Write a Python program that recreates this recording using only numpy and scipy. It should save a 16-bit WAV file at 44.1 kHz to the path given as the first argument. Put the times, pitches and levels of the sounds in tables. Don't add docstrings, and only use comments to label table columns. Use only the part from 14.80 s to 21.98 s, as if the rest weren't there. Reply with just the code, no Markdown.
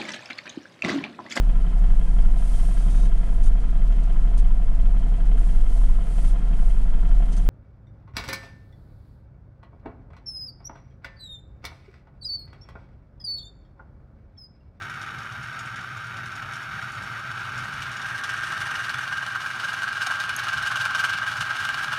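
import sys
import numpy as np
from scipy import signal
from scipy.fft import rfft, irfft
from scipy.io import wavfile
from scipy.ndimage import uniform_filter1d

SR = 44100
rng = np.random.default_rng(int(sys.argv[2]) if len(sys.argv) > 2 else 0)


def digitize_waveform(pressure):
    field = np.atleast_2d(pressure).T
    bounded = np.clip(field, -1, 1)
    quanta = np.round(bounded * 32767).astype(np.int16)
    wavfile.write(sys.argv[1], SR, quanta)


N = 316638
TIME = np.arange(N) / SR
SHAFT_HZ, TEETH = 10.715, 15


# (frequency [Hz], level [dB])
CASE_COLOUR = [(350, -34), (500, -38.5), (610, -18), (740, -19.5), (810, -12.5), (980, -13.5), (1060, -7.5),
               (1220, -5), (1420, 0.5), (1620, -2), (1750, -11.5), (2000, -17), (3000, -51)]
GEAR_COLOUR = [(1200, -18.5), (2000, -11), (2300, 4), (2600, -1.5), (2900, 1), (3400, -1.5), (4500, -4.5),
               (4900, -7.5), (5400, -8), (6300, -10), (7500, -16.5), (9700, -16.5), (10600, -23),
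               (15500, -32.5)]
# (frequency [Hz], width [Hz], level [dB])
GEAR_RESONANCES = [(2875, 186, 0.5), (3370, 80, -19), (5240, 100, -17)]
def counter(whirr_db, rasp_db):
    bind = np.cos(4 * np.pi * (SHAFT_HZ * TIME + 0.12))
    contacts = scatter(gear_contacts(jitter=.14, uneven_db=5.0, scrape_db=3.5), fade_s=0.001)
    contacts = room(contacts * from_db(2.2 * bind), wet_db=-8.5, t60=0.17)
    clatter = from_db(whirr_db - 6.3) * steady(body(contacts, CASE_COLOUR), size=3000)
    note = resonance(resonance(contacts, hz=1576, width=50), hz=1576, width=50)
    whine = from_db(whirr_db - 5.8 + 2 * bind) * steady(note, size=2060)
    rasp = body(contacts, GEAR_COLOUR, GEAR_RESONANCES)
    dull = signal.lfilter(*signal.butter(1, 3500, fs=SR), rasp)
    flicker = from_db(0.21 * bind + 6.4 * wander(per_s=21))
    return clatter + whine + from_db(rasp_db - 2.3) * steady(dull + flicker * (rasp - dull), size=4120)


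def gear_contacts(jitter, uneven_db, scrape_db):
    teeth = np.arange(int(N / SR * SHAFT_HZ * TEETH))
    lateness, force, polarity = rng.standard_normal((len(teeth), 3)).T
    at = ((teeth + jitter * lateness) / (SHAFT_HZ * TEETH) * SR).astype(int)
    clicks = np.zeros(N)
    clicks[at % N] = from_db(uneven_db * np.clip(force, -2, 2)) * np.sign(polarity)
    return rms_one(clicks) + from_db(scrape_db) * grains(per_s=4000, spread_db=3.0)


# (time [s], rasp level [dB])
CATCH_LEVEL = [(0, -69), (2.3, -53), (3.3, -47), (3.7, -45.5), (4.55, -48), (5.25, -45), (5.6, -40),
               (6.15, -38), (6.6, -50), (7.18, -50)]
# (time [s], rasp level [dB], case ring level [dB])
TOOTH_SNAGS = [(2.515, -52, -34), (3.026, -39.5, -36), (3.444, -39.5, -30.5), (3.498, -39.5, -36.5),
               (3.540, -44, -28.5), (3.637, -40, -31.5), (3.727, -43, -29.5), (3.872, -41.5, -31),
               (3.913, -42, -29.5), (3.960, -37, -34), (3.997, -50, -30), (4.099, -37.5, -31),
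               (4.188, -42, -30), (4.328, -44, -29.5), (4.381, -44, -30), (4.430, -41.5, -27),
               (4.486, -48, -33), (4.562, -43, -26.5), (4.667, -42, -29.5), (4.803, -37.5, -32),
               (4.847, -38.5, -28.5), (4.889, -40, -36), (4.936, -39, -27), (5.036, -39.5, -26.5),
               (5.086, -41, -31.5), (5.222, -35, -24.5), (5.270, -37, -34), (5.313, -37.5, -23),
               (5.405, -36, -29), (5.500, -41, -31), (5.595, -36, -27.5), (5.641, -38.5, -33.5),
               (5.689, -34.5, -25.5), (5.736, -37.5, -26.5), (5.829, -37.5, -28), (5.875, -36.5, -27.5),
               (5.92, -39.5, -24), (5.965, -35, -28), (6.015, -34.5, -30.5), (6.056, -36, -23.5),
               (6.112, -43, -28), (6.154, -33, -24), (6.201, -34, -22.5), (6.248, -31.5, -23.5),
               (6.299, -35, -28.5), (6.337, -35.5, -28), (6.432, -42, -27), (6.486, -39.5, -32),
               (6.574, -40, -37), (6.708, -42, -28.5), (6.765, -41.5, -33), (6.851, -46, -30),
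               (6.904, -50, -29), (7.000, -47, -28), (7.132, -37, -27)]
def catches():
    lead_s, jitter_s, build_s = .005, .004, .010
    second_catch_db, spread_db = -4.5, 3
    half_turn = np.arange(1, int(N / SR * 2 * SHAFT_HZ) + 1)
    lateness, force, ring_force = rng.uniform(-1.1, 1, (len(half_turn), 3)).T
    times = half_turn / (2 * SHAFT_HZ) - lead_s + jitter_s * lateness
    rasp_db = np.interp(times, *np.transpose(CATCH_LEVEL))
    rasp_db += second_catch_db * (half_turn % 2) + spread_db * force
    ring_db = rasp_db + 10 + 2.5 * ring_force
    for snag in TOOTH_SNAGS:
        nearest = np.argmin(abs(times - snag[0]))
        times[nearest], rasp_db[nearest], ring_db[nearest] = snag
    rasp = bursts(times - build_s, rasp_db, hard_contact(),
                  rise_s=0.0045, fade_s=0.012, bounce_s=0.0063, contact_s=0.00089)
    ring = case_ring(times, ring_db)
    return room(rasp, wet_db=-9.5, t60=0.28) + ring


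# (frequency [Hz], width [Hz], level [dB])
CASE_RESONANCES = [(1570, 28, 16.5)]
def case_ring(times, levels_db, swell_s=0.016):
    swell = np.zeros(N)
    level_over_30ms = np.sqrt(.03 / swell_s / np.sqrt(np.pi / 2))
    for at, db in zip(times, levels_db):
        during = slice(*np.searchsorted(TIME, [at - .06, at + .06]))
        bell = np.exp(-((TIME[during] - at) / swell_s) ** 2)
        swell[during] += from_db(db) * bell * level_over_30ms
    ring = body(grains(per_s=700, spread_db=1.0), CASE_COLOUR, CASE_RESONANCES)
    return swell * steady(ring, size=600)


# (frequency [Hz], width [Hz], level [dB])
PINION_RESONANCES = [(2910, 46, -1.5), (3020, 45, -4), (3740, 53, -4.5), (4520, 87, -3), (5330, 110, 0),
                     (6280, 170, -4), (8230, 300, -5), (10030, 230, -8), (12500, 200, -5)]
def hard_contact():
    return signal.lfilter([1, -.3], [1], response(GEAR_COLOUR, GEAR_RESONANCES + PINION_RESONANCES))


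# (time [s], level [dB])
TOOTH_SLAPS = [(3.7226, -43), (3.777, -43), (3.993, -55), (4.142, -42), (4.277, -43.5), (4.370, -50),
               (4.464, -43), (4.553, -47), (5.269, -37.5), (5.4925, -39), (5.957, -38.5), (6.053, -38),
               (6.238, -40), (6.608, -35.5), (6.625, -41), (6.767, -43), (6.8507, -38.5), (6.889, -38.5),
               (6.943, -38), (6.9475, -43), (7.044, -53), (7.081, -42)]
def slaps():
    times, db = np.transpose(TOOTH_SLAPS)
    click = bursts(times, db, hard_contact(),
                   rise_s=0.00046, fade_s=0.0022, bounce_s=0.0044, contact_s=0.0028)
    ring = bursts(times, db + 2, response(CASE_COLOUR),
                  rise_s=0.00022, fade_s=0.0022, bounce_s=.004, contact_s=0.002)
    return room(click + ring, wet_db=-8.5, t60=0.13)


# (time [s], level [dB])
METAL_TICKS = [(5.564, -28)]
CASE_KNOCKS = [(5.2688, -27)]
STEEL_PINGS = [(4.142, -41.5)]
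# (frequency [Hz], level [dB], t60 [s])
TICK_RING = [(6350, -3, 0.03), (6560, 2, 0.022), (8500, 0, 0.014), (11200, 3, 0.011), (12500, -6, .01),
             (14000, -12, .008)]
KNOCK_RING = [(743, -1, 0.042), (1180, -7, .025), (2310, -4, .04), (6500, -2, 0.02)]
PING_RING = [(3470, 2, 0.34), (3500, 0, .3)]
def jolted_parts():
    tick = struck(METAL_TICKS, TICK_RING)
    knock = struck(CASE_KNOCKS, KNOCK_RING)
    return tick + knock + struck(STEEL_PINGS, PING_RING)


# (frequency [Hz], level [dB])
RIG_WHIRR_COLOUR = [(300, -18.5), (500, -29), (620, -16), (740, -22), (800, -11.5), (880, -16.5),
                    (1050, -15), (1120, -15.5), (1210, -3), (1400, 0), (1640, -1.5), (1730, -15),
                    (1880, -8), (2050, -44.5), (3000, -46)]
RIG_RASP_COLOUR = [(1200, -20), (2200, 7.5), (2900, -2), (3700, -3.5), (4100, -11.5), (5600, -14),
                   (6700, -13), (7500, -26.5), (9700, -19.5), (10700, -36), (12000, -22.5), (15500, -71)]
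# (frequency [Hz], width [Hz], level [dB])
FRAME_RESONANCES = [(3010, 25, 2), (3770, 79, -2), (4480, 60, 7.5), (5430, 120, 6.5), (11500, 30, 8)]
def rig(whirr_db, rasp_db):
    churn = wander(per_s=24)
    contacts = room(grains(per_s=1200, spread_db=2.0), wet_db=-5.5, t60=0.14)
    wavering = waver(body(contacts, RIG_WHIRR_COLOUR), sway_s=.0005, per_s=18)
    whirr = from_db(whirr_db + .7 * churn) * steady(wavering, size=2400)
    rasp = body(scatter(contacts, fade_s=0.00094), RIG_RASP_COLOUR, FRAME_RESONANCES)
    return whirr + from_db(rasp_db + 1.0 + 0.81 * churn) * steady(rasp)


# (time [s], level [dB], fade [s])
LINK_KNOCKS = [(0.022, -52, .004), (0.098, -52, 0.0033), (0.2145, -50, .004), (0.3072, -56, .003),
               (0.3845, -50, .004), (0.5225, -51.5, .003), (0.672, -55, .003), (0.7906, -46, .006),
               (0.893, -59, .003), (0.9585, -49, .006), (1.2435, -59, .003), (1.268, -54, .003),
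               (1.368, -55, .006), (1.458, -50, .003), (1.518, -53, .003), (1.5535, -52, .004),
               (1.7346, -47, 0.0046), (1.756, -50, .003), (2.1186, -51.5, .003), (2.2232, -51, .003),
               (2.514, -51, 0.0027), (2.778, -46, .006), (2.9377, -53, 0.0027), (3.0165, -50, 0.01),
               (3.1153, -48.5, .004), (3.168, -45.5, .004), (3.216, -46, .004), (3.4363, -41, 0.0045)]
# (frequency [Hz], level [dB])
LINK_COLOUR = [(1200, -27), (2600, -2.5), (3700, 6.5), (4200, -4), (5500, 1), (6700, -2), (7800, -8),
               (9600, -9), (10700, -21), (12000, -20), (15500, -33)]
def clinks(rattle_per_s=6.8, rattle_db=-54, rattle_fade_s=.005):
    rattle_times = np.cumsum(.5 + rng.random(size=100)) / rattle_per_s
    rattle = [(at, rattle_db, rattle_fade_s) for at in rattle_times if at < N / SR]
    times, db, fade_s = np.transpose(LINK_KNOCKS + rattle)
    ring = response(LINK_COLOUR, modes=[(4490, 60, 1), (5520, 70, 7), (6770, 80, -1.0), (9700, 150, 4)])
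    knocks = bursts(times, db, ring, rise_s=0.00052, fade_s=fade_s, bounce_s=0.0039, contact_s=0.0035)
    return room(knocks, wet_db=-1.5, t60=0.15)


# (time [s], level [dB])
MOTOR_PASS = [(0, -54), (2.7, -58), (3.1, -44), (3.5, -37.5), (4.0, -37), (4.3, -40), (4.6, -49),
              (7.18, -48)]
# (frequency [Hz], width [Hz], level [dB])
CAN_RESONANCES = [(1193, 200, -1.5), (1615, 90, 1), (1701, 154, 0), (1793, 134, 1), (2154, 190, -9),
                  (2450, 270, -7.5), (2790, 110, -8), (3450, 250, -11), (5850, 560, -12.5),
                  (8440, 3300, -15)]
def small_motor():
    brushes = grains(per_s=1800, spread_db=6.0)
    whine = sum(from_db(db) * rms_one(resonance(resonance(brushes, hz, width), hz, width))
                for hz, width, db in CAN_RESONANCES)
    return from_db(in_time(MOTOR_PASS)[0]) * steady(whine)


# (frequency [Hz], level [dB])
TABLE_COLOUR = [(20, -84), (36, -37), (46, -9), (70, -10), (95, -9), (115, 3), (135, -0.5), (160, -8.5),
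                (210, -12.5), (300, -20.5), (480, -25), (900, -58.5)]
# (time [s], level [dB])
BOOM_LEVEL = [(0, -46), (2.2, -44.5), (3.0, -43.8), (3.4, -48.5), (4.2, -46.5), (4.85, -56), (5.5, -53),
              (5.95, -46), (6.3, -51.5), (7.18, -46.5)]
# (time [s], boost [dB])
FLYWHEEL_LURCHES = [(0.61, 4), (2.53, 2), (2.80, 4), (3.81, 5), (5.79, 7), (6.02, 2.5), (6.61, 9)]
def table_boom(throb_hz=3.688, throb_peak_s=.056, throb_db=1.5, lurch_s=0.034, split_hz=191):
    shaking = steady(body(rng.standard_normal(N), TABLE_COLOUR, modes=[(124.4, 9.7, -4.5)]))
    boom = signal.sosfiltfilt(signal.butter(3, split_hz, fs=SR, output="sos"), shaking)
    rumble = from_db(-47) * (shaking - boom)
    throb = throb_db * np.cos(2 * np.pi * throb_hz * (TIME - throb_peak_s)) + 0.15 * wander(per_s=14)
    lurch = sum(db * np.exp(-((TIME - at) / lurch_s) ** 2) for at, db in FLYWHEEL_LURCHES)
    return from_db(in_time(BOOM_LEVEL)[0] + throb + lurch) * boom + rumble


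# (frequency [Hz], level [dB])
ELECTRICAL_TONES = [(94, -61.5), (100, -57), (118, -56), (150, -63), (172, -68.5), (215, -68.5), (403, -71)]
def electrical_hum():
    return sum(from_db(db) * np.sqrt(2) * np.sin(2 * np.pi * (hz * TIME + rng.random()))
               for hz, db in ELECTRICAL_TONES)


def bursts(times, levels_db, ring, rise_s, fade_s, bounce_s, contact_s, size=2600):
    out, age = np.zeros(N + 4 * size), TIME[:size]
    for at, db, fade in zip(times, levels_db, np.broadcast_to(fade_s, len(times))):
        shape = (1 - np.exp(-age / rise_s)) ** 2 * np.exp(-age / fade)
        since_bounce = age % (bounce_s * rng.uniform(.75, 1.25))
        bounces = rng.standard_normal(size) * (0.28 + np.exp(-since_bounce / contact_s))
        burst = signal.fftconvolve(bounces * shape, ring)
        start = max(int(at * SR), 0)
        out[start:start + len(burst)] += from_db(db) * np.sqrt(.03 * SR) * burst / np.linalg.norm(burst)
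    return out[:N]


def struck(hits, modes):
    out = np.zeros(N)
    for at, db in hits:
        age = np.clip(TIME - at, 0, .5)
        out += sum(from_db(db + mode_db - 60 * age / t60) * np.sin(2 * np.pi * hz * age)
                   for hz, mode_db, t60 in modes)
    out = signal.sosfilt(signal.butter(5, .82 * modes[0][0], "high", fs=SR, output="sos"), out)
    return room(out, wet_db=-15, t60=.12)


def grains(per_s, spread_db):
    sizes = from_db(spread_db * np.minimum(rng.exponential(1, N), 4)) * rng.choice([-1, 1], N)
    return rms_one(sizes * (rng.random(N) < per_s / SR))


def body(x, colour, modes=()):
    return signal.fftconvolve(x, response(colour, modes))[:N]


def response(colour, modes=(), size=4096):
    hz, db = np.transpose(colour)
    bin_hz = np.arange(size // 2 + 1) * SR / size
    gain = from_db(np.interp(np.log(bin_hz + 1), np.log(hz), db))
    cepstrum = irfft(np.log(gain))[:size // 2]
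    cepstrum[1:] *= 2
    ring = irfft(np.exp(rfft(cepstrum, size)))
    ring = ring + sum(from_db(lift) * resonance(ring, centre, width) for centre, width, lift in modes)
    return ring / np.linalg.norm(ring)


def resonance(x, hz, width):
    r = np.exp(-np.pi * width / SR)
    poles = [1, -2 * r * np.cos(2 * np.pi * hz / SR), r * r]
    return signal.lfilter(np.array([1, 0, -1]) * (1 - r * r) / 2, poles, x)


def scatter(x, fade_s):
    r = np.exp(-1 / (fade_s * SR))
    for hz in np.linspace(1200, 14000, num=26) + rng.uniform(-250, 250, 26):
        poles = [1, -2 * r * np.cos(2 * np.pi * hz / SR), r * r]
        x = signal.lfilter(poles[::-1], poles, x + 1e-18)
    return x


def room(x, wet_db, t60, size=16000):
    age = TIME[:size]
    tail = rng.standard_normal(size) * from_db(-60 * age / t60) * (age > .003)
    wet = from_db(wet_db)
    return (x + wet * signal.fftconvolve(x, tail / np.linalg.norm(tail))[:N]) / np.sqrt(1 + wet ** 2)


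def waver(x, sway_s, per_s):
    return np.interp(TIME + sway_s * wander(per_s), TIME, x)


def wander(per_s):
    steps = rng.standard_normal(int(N / SR * per_s) + 2)
    return rms_one(np.interp(TIME * per_s, np.arange(len(steps)), steps))


def steady(x, size=5000):
    return x / np.sqrt(np.maximum(uniform_filter1d(x ** 2, size), 1e-20))


def rms_one(x):
    return x / np.sqrt(np.mean(x ** 2) + 1e-20)


def from_db(db):
    return 10 ** (np.asarray(db) / 20)


def in_time(rows):
    times, *columns = np.transpose(rows)
    return [np.interp(TIME, times, column) for column in columns]


# (time [s], whirr level [dB], counter's share [0-1])
MICROPHONE_PATH = [(0, -36.5, .02), (1.7, -36.5, .04), (2.8, -33, .35), (3.4, -31.5, .7), (4.0, -29.5, .75),
                   (4.45, -31, .8), (5.3, -27.5, .92), (6.2, -26.5, .92), (7.18, -26.5, .92)]
def scene():
    whirr_db, near = in_time(MICROPHONE_PATH)
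    rasp_db = whirr_db - 9.5
    machines = np.sqrt(1 - near) * rig(whirr_db, rasp_db) + np.sqrt(near) * counter(whirr_db, rasp_db)
    impacts = catches() + slaps() + clinks() + jolted_parts()
    return (machines + impacts + small_motor() + table_boom() + electrical_hum())[None]


def record(dry, low_cut_hz=38, high_cut_hz=15450):
    thin = signal.sosfilt(signal.butter(6, low_cut_hz, "high", fs=SR, output="sos"), dry)
    return signal.sosfilt(signal.ellip(12, .1, 90, high_cut_hz, fs=SR, output="sos"), thin)


dry = scene()
out = record(dry)
digitize_waveform(out)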